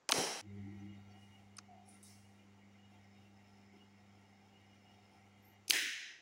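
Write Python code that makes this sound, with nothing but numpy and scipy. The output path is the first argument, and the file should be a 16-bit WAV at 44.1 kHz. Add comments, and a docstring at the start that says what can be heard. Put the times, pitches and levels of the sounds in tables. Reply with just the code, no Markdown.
"""A small mains motor on a wooden bench hums up, runs and is cut off: sines at twice mains and its octave.
A gloved hand turns a rotary switch and a contactor slams in; a second clack ends the run: bursts of noise
rung by a plastic housing. Each clack leaves a wash of noise dying band by band, the first cut off short.
Resonant noise whirrs in the motor's casing, rattles the bench and sings; gliding tones groan at run-up.
Stray ticks, faint narrow tones and brushes of soft noise come and go over a steady room floor."""
import sys
import numpy as np
from scipy import signal
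from scipy.fft import rfft, irfft
from scipy.io import wavfile

SR = 44100
rng = np.random.default_rng(int(sys.argv[2]) if len(sys.argv) > 2 else 0)


def store_wav(level_fs):
    """Save 16-bit WAV to argv[1]."""
    pcm = np.round(np.clip(np.atleast_2d(level_fs), -1, 1) * 32767)
    wavfile.write(sys.argv[1], SR, pcm.T.astype(np.int16))


N = 274257

# magnetic hum surging at the start and settling:
# (time_s, level_db of the pull at twice mains, octave_level_db)
HUM_COURSE = [(0.41, -73, -88), (0.47, -56, -58), (0.54, -51.5, -51.5), (0.61, -50.5, -50.5),
              (0.88, -58, -52.5), (1.04, -60, -63), (1.3, -65.5, -65), (2.02, -70.5, -65.5),
              (2.16, -63.5, -67.5), (2.37, -69, -65.5), (3.24, -67, -67), (3.82, -70.5, -66),
              (4.15, -67, -67.5), (4.31, -71, -68.5), (5.63, -70, -71.5), (5.66, -70, -76)]
MOTOR_ON_S, POWER_OFF_S = HUM_COURSE[0][0], 5.665
PULL_HZ, SHAFT_HZ = 99.9, 24.9


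def from_db(db):
    """Decibels to gain."""
    return 10 ** (np.asarray(db) / 20)


def rms_one(x):
    """Scale to rms 1."""
    return x / np.sqrt(np.mean(x ** 2) + 1e-20)


def seconds():
    """The time of every sample, in seconds."""
    return np.arange(N) / SR


def in_time(rows):
    """Columns of a curve table at every sample; silence before it, held after it."""
    time_s, *columns = np.transpose(rows)
    return [np.interp(seconds(), time_s, column, left=-200) for column in columns]


def at_hz(points, hz):
    """Read a (Hz, value) table on a log-frequency axis."""
    table_hz, values = np.array(points).T
    return np.interp(np.log(hz), np.log(table_hz), values)


def drift(rate):
    """Slow chance of spread 1, changing about rate times a second; drawn at every 40th sample."""
    r = np.exp(-80 * np.pi * rate / SR)
    chance = rng.standard_normal(N // 40 + 2002)
    slow = signal.lfilter([1], [1, -2 * r, r * r], chance)[2000:]   # skip the filter's start
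    return np.interp(np.arange(N) / 40, np.arange(len(slow)), rms_one(slow))


def resonate(x, hz, width_hz):
    """One resonance with gain 1 on top."""
    r = np.exp(-np.pi * width_hz / SR)
    zeros = np.array([1, 0, -1]) * (1 - r * r) / 2
    poles = [1, -2 * r * np.cos(2 * np.pi * hz / SR), r * r]
    return signal.lfilter(zeros, poles, x)


def twice(x, hz, width_hz):
    """A steep resonance, rms 1."""
    return rms_one(resonate(resonate(x, hz, width_hz), hz, width_hz))


def alternating_modes(x, modes):
    """Parallel resonances of one body, every other one in opposite sign."""
    return sum((-1) ** k * from_db(db) * resonate(x, hz, width_hz)
               for k, (hz, width_hz, db) in enumerate(modes))


def band_pass(x, edges_hz):
    """Keep the band between two edges."""
    return signal.sosfilt(signal.butter(2, edges_hz, "band", fs=SR, output="sos"), x)


def steady(spectrum):
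    """Stationary noise with the given spectrum; rms 1."""
    hz = np.maximum(np.arange(N // 2 + 1) * SR / N, 1)
    return rms_one(irfft(rfft(rng.standard_normal(N)) * from_db(at_hz(spectrum, hz)), N))


def coloured(spectrum, size, fading):
    """Fifth-octave bands of noise, each at its own level and dying at its own rate; rms 1 at the start."""
    out, power, t = 0, 0, np.arange(size) / SR
    edges = 60 * 2 ** np.arange(0, 8.3, 1 / 5)
    white = rng.standard_normal((2, size))   # neighbouring bands take different noise
    for k, (low, high) in enumerate(zip(edges, edges[1:])):
        band = band_pass(white[k % 2], [low, high])
        hz = np.sqrt(low * high)
        level_db = at_hz(spectrum, hz)
        out = out + band * from_db(level_db - at_hz(fading, hz) * t)
        power += np.mean(band ** 2) * from_db(2 * level_db)
    return out / np.sqrt(power)


def swells(rows):
    """Gain that opens for each (start_s, length_s, level_db) row, with soft edges."""
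    t, edge_s = seconds(), 0.038
    gain = 0
    for start_s, length_s, db in rows:
        nearest_end_s = np.minimum(t - start_s, start_s + length_s - t)
        gain = gain + from_db(db) * np.clip(nearest_end_s / edge_s + .5, 0, 1)
    return gain


def surge():
    """How far the hum's octave stands above the settled motor's -66 dB, in dB; never below 0."""
    octave_db = in_time(HUM_COURSE)[1]
    return np.maximum(octave_db + 66, 0)


def powered():
    """Gate that is open from the motor's start until the power goes."""
    t = seconds()
    return (t > MOTOR_ON_S) & (t < POWER_OFF_S)


def room_floor():
    """Steady noise of the quiet room, strongest in the lows."""
    # spectrum of the room: (frequency_hz, relative density_db)
    room_colour = [(30, -19.5), (100, -5.5), (400, -3), (1000, -7), (2000, -10.5), (3500, -18),
                   (7300, -18.5), (8500, -35.5), (15500, -42.5)]
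    return from_db(-73) * steady(room_colour)


def contacts():
    """Each row is a short noise burst in one band, rung by the housing; close rows make one clack or tick."""
    # bands of the clacks, stray ticks and snaps in the rustling:
    # (start_s, peak_level_db, centre_hz, width_octaves, rise_ms, t60_ms of the snap)
    bursts = [(0.0895, -20, 4450, 1.85, 1.07, 10.4), (.09, -29.5, 620, 1.0, 1.6, 39),
              (.09, -33, 1550, 0.5, 1.6, 30), (0.0976, -31, 9000, 7.3, .6, 12),
              (0.1035, -27.5, 805, 0.73, 0.69, 7), (0.1085, -30, 8000, 3.3, 2, 20.5),
              (0.1136, -26, 2500, 14, 0.52, 12), (.1198, -11, 3600, 2.8, 0.81, 3.2),
              (.1236, -18.5, 860, 1.54, .3, 3.6), (.125, -31.5, 376, 1.3, 1.6, 45),
              (0.1364, -32, 5490, 2.36, 1.1, 29.8), (.1455, -37, 6010, 1.498, 1.1, 27),
              (0.177, -32, 220, 1.8, 6.8, 43), (1.5679, -44.5, 9100, 0.27, .6, 9.1),
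              (1.5688, -51.5, 4700, 0.58, .7, 13.5), (1.583, -42.5, 4900, 0.9, .6, 8),
              (1.5834, -47, 9200, 0.47, 0.44, 7.7), (1.583, -47.5, 1330, 0.37, 0.53, 20),
              (1.5867, -42, 1200, 0.8, 0.46, 14.5), (1.5863, -37, 5070, 0.9, 0.44, 6.7),
              (1.887, -49.5, 9600, 0.34, 1.5, 30), (2.029, -48, 9700, 0.56, 0.293, 180),
              (5.6801, -35, 7000, 1.9, 0.8, 16), (5.689, -33.5, 4000, 2.1, 5.3, 40),
              (5.6961, -18, 10100, 1.45, 3.83, 14), (5.694, -43, 340, 0.88, 2.5, 50),
              (5.7025, -28, 5000, 2.7, 0.65, 18), (5.7054, -8, 2700, 1.42, 1.8, 5.3),
              (5.707, -21, 14000, 1.5, 0.94, 22), (5.7201, -23.5, 3480, 9.3, 0.37, 29),
              (5.7315, -28, 3500, 1.7, 1.35, 30)]
    # resonances of the plastic housing: (frequency_hz, width_hz, gain_db)
    housing = [(864, 100, -16.5), (1700, 280, -0.5), (2428, 360, 3), (3140, 490, 6), (4010, 1200, -1),
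               (5140, 361, 10.5), (5600, 920, 1), (6440, 140, 10.5), (7000, 335, -5.5), (9400, 3400, 4.5),
               (10590, 440, -3), (13880, 1200, -9.5)]
    out, t = np.zeros(N), np.arange(4000) / SR
    for start_s, peak_db, hz, octaves, rise_ms, t60_ms in bursts:
        burst = rng.standard_normal(len(t)) * np.minimum(1000 * t / rise_ms, 1) ** 2
        since_ms = np.maximum(1000 * t - rise_ms, 0)
        snap = from_db(-60 * since_ms / t60_ms)
        loose_parts = from_db(-20.0 - 60 * since_ms / 55)   # they settle after the snap
        burst *= snap + loose_parts
        burst[round(rise_ms * SR / 1000)] += 3.5   # the hardest touch comes at the top of the rise
        edges_hz = np.clip(hz * 2 ** (np.array([-.5, .5]) * octaves), 50, .45 * SR)
        burst = band_pass(burst, edges_hz)
        hit = alternating_modes(burst, housing) + 0.46 * burst
        at = round(start_s * SR)
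        out[at:at + len(t)] += from_db(peak_db) * hit / np.abs(hit).max()
    return out


def wash(curve, colour, fading, ring, end_s):
    """Dense reflections after a clack: noise of the clack's colour, thinning band by band."""
    out = np.zeros(N)
    first, last = round(curve[0][0] * SR), min(round(end_s * SR), N)
    level_db = np.interp(np.arange(first, last) / SR, *np.transpose(curve))
    ramp = np.minimum(np.arange(last - first) / (0.0086 * SR), 1)   # 8.6 ms onset
    noise = coloured(colour, last - first, fading)
    # each tone's level is set free of the colour's level at its pitch
    ringing = sum(from_db(db - at_hz(colour, hz) - 2.0) * resonate(noise, hz, width_hz)
                  for hz, width_hz, db in ring)
    out[first:last] = ramp * from_db(level_db) * (1.15 * noise + ringing)
    return out


def switch_on_wash():
    """Reverberant wash of the first clack, cut off short."""
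    # course before the ringing is added: (time_s, relative level_db)
    curve = [(0.134, -41), (0.182, -36.5), (0.402, -49), (0.41, -49.5)]
    # spectrum at the start: (frequency_hz, relative density_db)
    colour = [(100, -29.5), (170, 1), (400, 0.5), (900, -6), (1200, -11.5), (2000, -10), (2900, -12),
              (3600, -20), (5600, -9.5), (7500, -18.5), (9500, -15.5), (12500, -27.5), (15000, -26.5),
              (16500, -27)]
    # how much faster than the whole each band dies: (frequency_hz, extra_decay_db_per_s)
    fading = [(150, 56.5), (400, 44), (1000, -5.5), (3000, -8), (7000, 1.5), (14000, 28)]
    # tones that linger in the wash: (frequency_hz, width_hz, relative level_db)
    ring = [(412.2, 150, -0.5), (790, 120, -2.5), (2017, 28, -5.5), (3130, 120, -6), (4012, 270, -7.5),
            (5100, 44, -4.5), (5640, 420, -4.5), (7300, 54, -11), (8000, 80, -12.5), (9160, 44, -9.5),
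            (9470, 24, -9), (9700, 170, -9)]
    return wash(curve, colour, fading, ring, end_s=.4125)


def magnetic_hum():
    """Magnetic pull at twice mains and its octave; the field collapses at power-off, a trace lingers."""
    t = seconds()
    pull_db, octave_db = in_time(HUM_COURSE)
    phase = 2 * np.pi * PULL_HZ * t
    hum = from_db(pull_db + 1.72 * drift(41.8)) * np.sin(phase + 0.094 * drift(8.7))
    hum += from_db(octave_db + 1.1 * drift(16)) * np.sin(2 * phase - 1.9)
    drop_db, dies_db_per_s = -4.5, 40
    dying_db = (t > POWER_OFF_S) * (drop_db - dies_db_per_s * (t - POWER_OFF_S))
    return np.sqrt(2) * from_db(dying_db) * hum


def bench_rattle():
    """Noise pulsing once per shaft turn shakes the wooden bench's resonances; jolts open it further."""
    # resonances of the bench: (frequency_hz, width_hz, gain_db)
    bench = [(252, 30, 6.5), (260, 19, 3.5), (303, 36.7, 14), (405.5, 21, 9.5)]
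    # jolts that shake the bench: (start_s, length_s, level_db)
    jolts = [(3.74, 0.03, -66.5), (5.685, 0.092, -56.5), (5.8, 0.1, -62)]
    t = seconds()
    shake = rng.standard_normal(N) * (1 + 0.8 * np.cos(2 * np.pi * SHAFT_HZ * t))
    settled_db, db_per_surge_db, flicker_db = -82, .7, 3
    level_db = settled_db + db_per_surge_db * surge() + flicker_db * drift(6)
    gain = (t > MOTOR_ON_S) * from_db(level_db) + swells(jolts)
    return gain * rms_one(alternating_modes(shake, bench))


def casing_noise():
    """Bearing and fan noise: flickering resonances of the motor's casing over a broad bed."""
    # resonances of the casing: (frequency_hz, width_hz, relative level_db)
    casing = [(733, 34, 0), (772, 59, 2.5), (869.6, 29, -0.5), (1358, 22, -4.5), (2410, 43, -6),
              (2736, 30, -6.5), (2960, 24, -6), (3217, 120, -13), (3724, 61, -12), (4450, 49, -18),
              (5380, 40, -15), (5800, 38, -13.5)]
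    # spectrum of the bed: (frequency_hz, relative density_db)
    bed_colour = [(30, -20), (90, 5), (200, -0.5), (350, -4), (550, -10.5), (800, -1), (1100, -23.5),
                  (1750, -18), (2200, -7.5), (3500, -19.5), (7400, -23), (8000, -29), (13000, -32),
                  (15300, -24.5)]
    white = rng.standard_normal(N)
    modes = 0
    for hz, width_hz, db in casing:
        mode = resonate(resonate(white, hz, 2 * width_hz), hz, width_hz)
        modes = modes + from_db(db + 3 * drift(6)) * mode
    return rms_one(modes) + from_db(-2.5) * steady(bed_colour)


def motor_lines():
    """Sines at pull overtones and shaft sidebands, each drifting in level while powered."""
    # lines of the motor: (frequency_hz, level_db relative to the casing's resonances)
    lines = [(224.7, -12), (249.7, -16), (274.7, -13), (299.7, -17), (324.6, -11), (399.6, -9),
             (499.5, -14)]
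    t = seconds()
    tones = sum(from_db(db + 2 * drift(3.3)) * np.sin(2 * np.pi * hz * t + k)
                for k, (hz, db) in enumerate(lines))
    return np.sqrt(2) * powered() * tones


def magnetic_pull():
    """The pull's cycle as felt by loose parts, peaking a little ahead of the hum's crest."""
    phase_rad = .55
    return np.cos(2 * np.pi * PULL_HZ * seconds() - phase_rad)


def lamination_buzz():
    """Loose laminations buzz once per magnetic pull: gated treble noise that slowly grows."""
    level_db = -23 + 0.7 * seconds()   # relative to the casing's resonances
    gate = np.exp(1.2 * (magnetic_pull() - 1)) * from_db(1.5 * drift(10))
    buzz = rms_one(gate * twice(rng.standard_normal(N), hz=9250, width_hz=1700))
    return powered() * from_db(level_db) * buzz


def whistle():
    """A thin whistle of narrow noise comes and goes at a steady period."""
    period_s, peak_s = 1.075, 1.33
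    swell = np.exp(4.5 * (np.cos(2 * np.pi * (seconds() - peak_s) / period_s) - 1))
    return swell * from_db(-27) * twice(rng.standard_normal(N), hz=13800, width_hz=40)


def whirr():
    """All flicker together; lines and buzz stop with the power, the rest sinks as the rotor coasts."""
    t = seconds()
    coast_start_s, coast_drop_db, coast_db_per_s = 5.8, -7, 12
    coast_db = (t > coast_start_s) * (coast_drop_db - coast_db_per_s * (t - coast_start_s))
    settled_db, db_per_surge_db, flicker_db = -73.5, 0.052, 1.6
    level_db = settled_db + db_per_surge_db * surge() + flicker_db * drift(6.9) + coast_db
    source = casing_noise() + motor_lines() + lamination_buzz() + whistle()
    return (t > MOTOR_ON_S) * from_db(level_db) * source


def rough_singing():
    """Rough mid-pitched noise bands that swell with the motor's surge."""
    # bands of the rough voice: (frequency_hz, width_hz, relative level_db)
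    bands = [(1908, 14, 1.5), (2095, 153, 7.5), (2250, 23, 2)]
    white = rng.standard_normal(N)
    rough = rms_one(sum(from_db(db) * twice(white, hz, width_hz) for hz, width_hz, db in bands))
    settled_db, db_per_surge_db, flicker_db = -77.5, 0.59, 2
    level_db = settled_db + db_per_surge_db * surge() + flicker_db * drift(5.5)
    return powered() * from_db(level_db) * rough


def thin_whine():
    """Narrow noise at a fixed pitch, faint while powered, with brief flares."""
    # flares of the whine: (start_s, length_s, level_db)
    flares = [(0.809, 0.034, -80), (0.873, 0.104, -75.5), (1.144, 0.13, -74.5), (1.318, 0.059, -70),
              (2.374, 0.033, -78), (2.791, 0.081, -72), (3.163, 0.063, -77), (3.798, 0.053, -73),
              (4.505, 0.144, -76), (4.713, 0.056, -78.5), (4.856, 0.094, -69), (5.019, 0.034, -75),
              (5.51, 0.072, -79.5)]
    gain = from_db(-86 + 2 * drift(8.3)) + swells(flares)
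    return powered() * gain * twice(rng.standard_normal(N), hz=2868, width_hz=35)


def groans():
    """The bench groans as the rotor runs up: slightly wavering tones that glide, swell and sink; near 400 Hz
    the pull's fourth harmonic surges with them."""
    # groans of the bench, and the surging fourth pull harmonic near 400 Hz: (start_s, end_s, from_hz, to_hz,
    # level_db)
    glides = [(0.418, 0.48, 310, 333, -60.5), (0.47, 0.64, 401.5, 398, -65), (0.529, 0.62, 321, 295, -66),
              (0.611, 0.778, 262, 341.4, -58.5), (0.67, 0.76, 356, 370, -66.5),
              (0.79, 0.88, 292, 300, -59.5), (0.79, 0.96, 335, 311, -62.5), (0.951, 1.01, 301, 250, -69)]
    out = np.zeros(N)
    for start_s, end_s, from_hz, to_hz, db in glides:
        first, last = round(start_s * SR), round(end_s * SR)
        share = np.linspace(0, 1, last - first)
        pitch_hz = from_hz + (to_hz - from_hz) * share + 6 * drift(25)[:len(share)]
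        phase = 2 * np.pi * np.cumsum(pitch_hz) / SR + rng.uniform(0, 2 * np.pi)
        gain = from_db(db + 2.5 * drift(30)[:len(share)]) * np.sin(np.pi * share) ** 0.7
        out[first:last] += np.sqrt(2) * gain * np.sin(phase)
    return out


def faint_tones():
    """Short rough tones: narrow noise that rises fast and sinks away."""
    # tones: (start_s, end_s, frequency_hz, width_hz, level_db)
    tones = [(0.79, 0.83, 6000, 50, -79), (0.922, 0.96, 6000, 50, -79.5), (1.075, 1.135, 6000, 50, -82),
             (1.094, 1.19, 5500, 50, -81), (1.09, 1.18, 4550, 50, -82.5), (1.68, 1.878, 727, 70.1, -61.5),
             (1.828, 1.903, 5480, 60, -79), (1.851, 2.004, 10300, 70, -74), (1.87, 1.997, 9080, 60.5, -70),
             (1.894, 2.032, 9900, 60, -76), (1.875, 1.958, 10770, 70, -78), (2.02, 2.125, 3760, 80, -77),
             (2.063, 2.197, 5370, 120, -78), (5.422, 5.563, 12740, 250, -76),
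             (5.441, 5.538, 13420, 199, -75.5), (5.442, 5.47, 11830, 80.3, -86.5)]
    out = np.zeros(N)
    for start_s, end_s, hz, width_hz, db in tones:
        first, last = round(start_s * SR), round(end_s * SR)
        tone = twice(rng.standard_normal(12000), hz, width_hz)[-(last - first):]   # well rung up
        shape = np.sin(np.pi * np.linspace(0, 1, len(tone)) ** 0.57)
        out[first:first + len(tone)] += from_db(db) * tone * shape
    return out


def rustle():
    """Cloth or a hand brushes by: soft treble noise that swells up and dies away."""
    # brushes: (start_s, rise_s, level_db, decay_db_per_s)
    brushes = [(1.13, 0.094, -78, 45), (1.85, 0.05, -72, 44), (2.028, 0.043, -63.5, 87.5)]
    # spectrum of the brushing: (frequency_hz, relative density_db)
    colour = [(2500, -28), (3600, -10.5), (5600, 2.5), (7000, -5), (9500, -1.5), (11000, -8), (13500, -19),
              (15500, -9.5)]
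    t, gain = seconds(), 0
    for start_s, rise_s, db, decay_db_per_s in brushes:
        rising = np.clip((t - start_s) / rise_s, 0, 1)
        since_top_s = np.maximum(t - start_s - rise_s, 0)
        gain = gain + rising * from_db(db - decay_db_per_s * since_top_s)
    return gain * steady(colour)


def bearing_sizzle():
    """A bearing sizzle sets in late: narrow noise pulsing with the magnetic pull."""
    # stretches of sizzle: (start_s, length_s, level_db)
    stretches = [(2.98, 0.27, -84), (3.34, 0.48, -81.5), (3.86, 0.15, -83.5), (4.08, 0.32, -84.5),
                 (4.4, 0.29, -88.5), (4.68, 0.56, -84)]
    pulsing = np.exp(1.0 * magnetic_pull())   # depth 1
    sizzle = rms_one(pulsing * twice(rng.standard_normal(N), hz=5240, width_hz=190))
    return powered() * swells(stretches) * from_db(2.5 * drift(25)) * sizzle


def switch_off_wash():
    """Reverberant wash of the second clack, left to die away."""
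    # course before the ringing is added: (time_s, relative level_db)
    curve = [(5.722, -40), (5.756, -35.5), (6.094, -52), (6.218, -64)]
    # spectrum at the start: (frequency_hz, relative density_db)
    colour = [(150, -50), (330, 0), (550, -4.5), (900, -6), (1250, -14), (1600, -3), (2400, -2.5),
              (3200, -2.5), (4350, -13.5), (5500, -10), (7500, -12), (9800, -10.5), (12500, -22.5),
              (15500, -11)]
    # how much faster than the whole each band dies: (frequency_hz, extra_decay_db_per_s)
    fading = [(300, 220), (900, 194), (1600, 0.1), (3300, 4.5), (4400, 5.6), (6300, 6.2), (6800, 5),
              (7400, 56), (10000, 59), (14000, 87)]
    # tones that linger in the wash: (frequency_hz, width_hz, relative level_db)
    ring = [(1895, 350, 1.5), (2400, 46, -14.5), (2640, 89, -7), (2940, 47, -6), (3960, 20, -14),
            (4000, 130, -1.5), (5110, 270, -6.5), (5980, 160, -7), (6700, 80.5, -9), (7200, 88, -24),
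            (7800, 28, -17.5), (9100, 92, -9)]
    return wash(curve, colour, fading, ring, end_s=N / SR)


def scene():
    """All sources over the room's floor, in one channel."""
    clacks = contacts() + switch_on_wash() + switch_off_wash()
    motor = magnetic_hum() + bench_rattle() + whirr()
    singing = rough_singing() + thin_whine() + bearing_sizzle()
    nearby = groans() + faint_tones() + rustle()
    return (room_floor() + clacks + motor + singing + nearby)[None]


def record(dry):
    """The top is cut steeply above 15750 Hz."""
    return signal.sosfilt(signal.ellip(8, .5, 55, 15750, fs=SR, output="sos"), dry)


dry = scene()
out = record(dry)
store_wav(out)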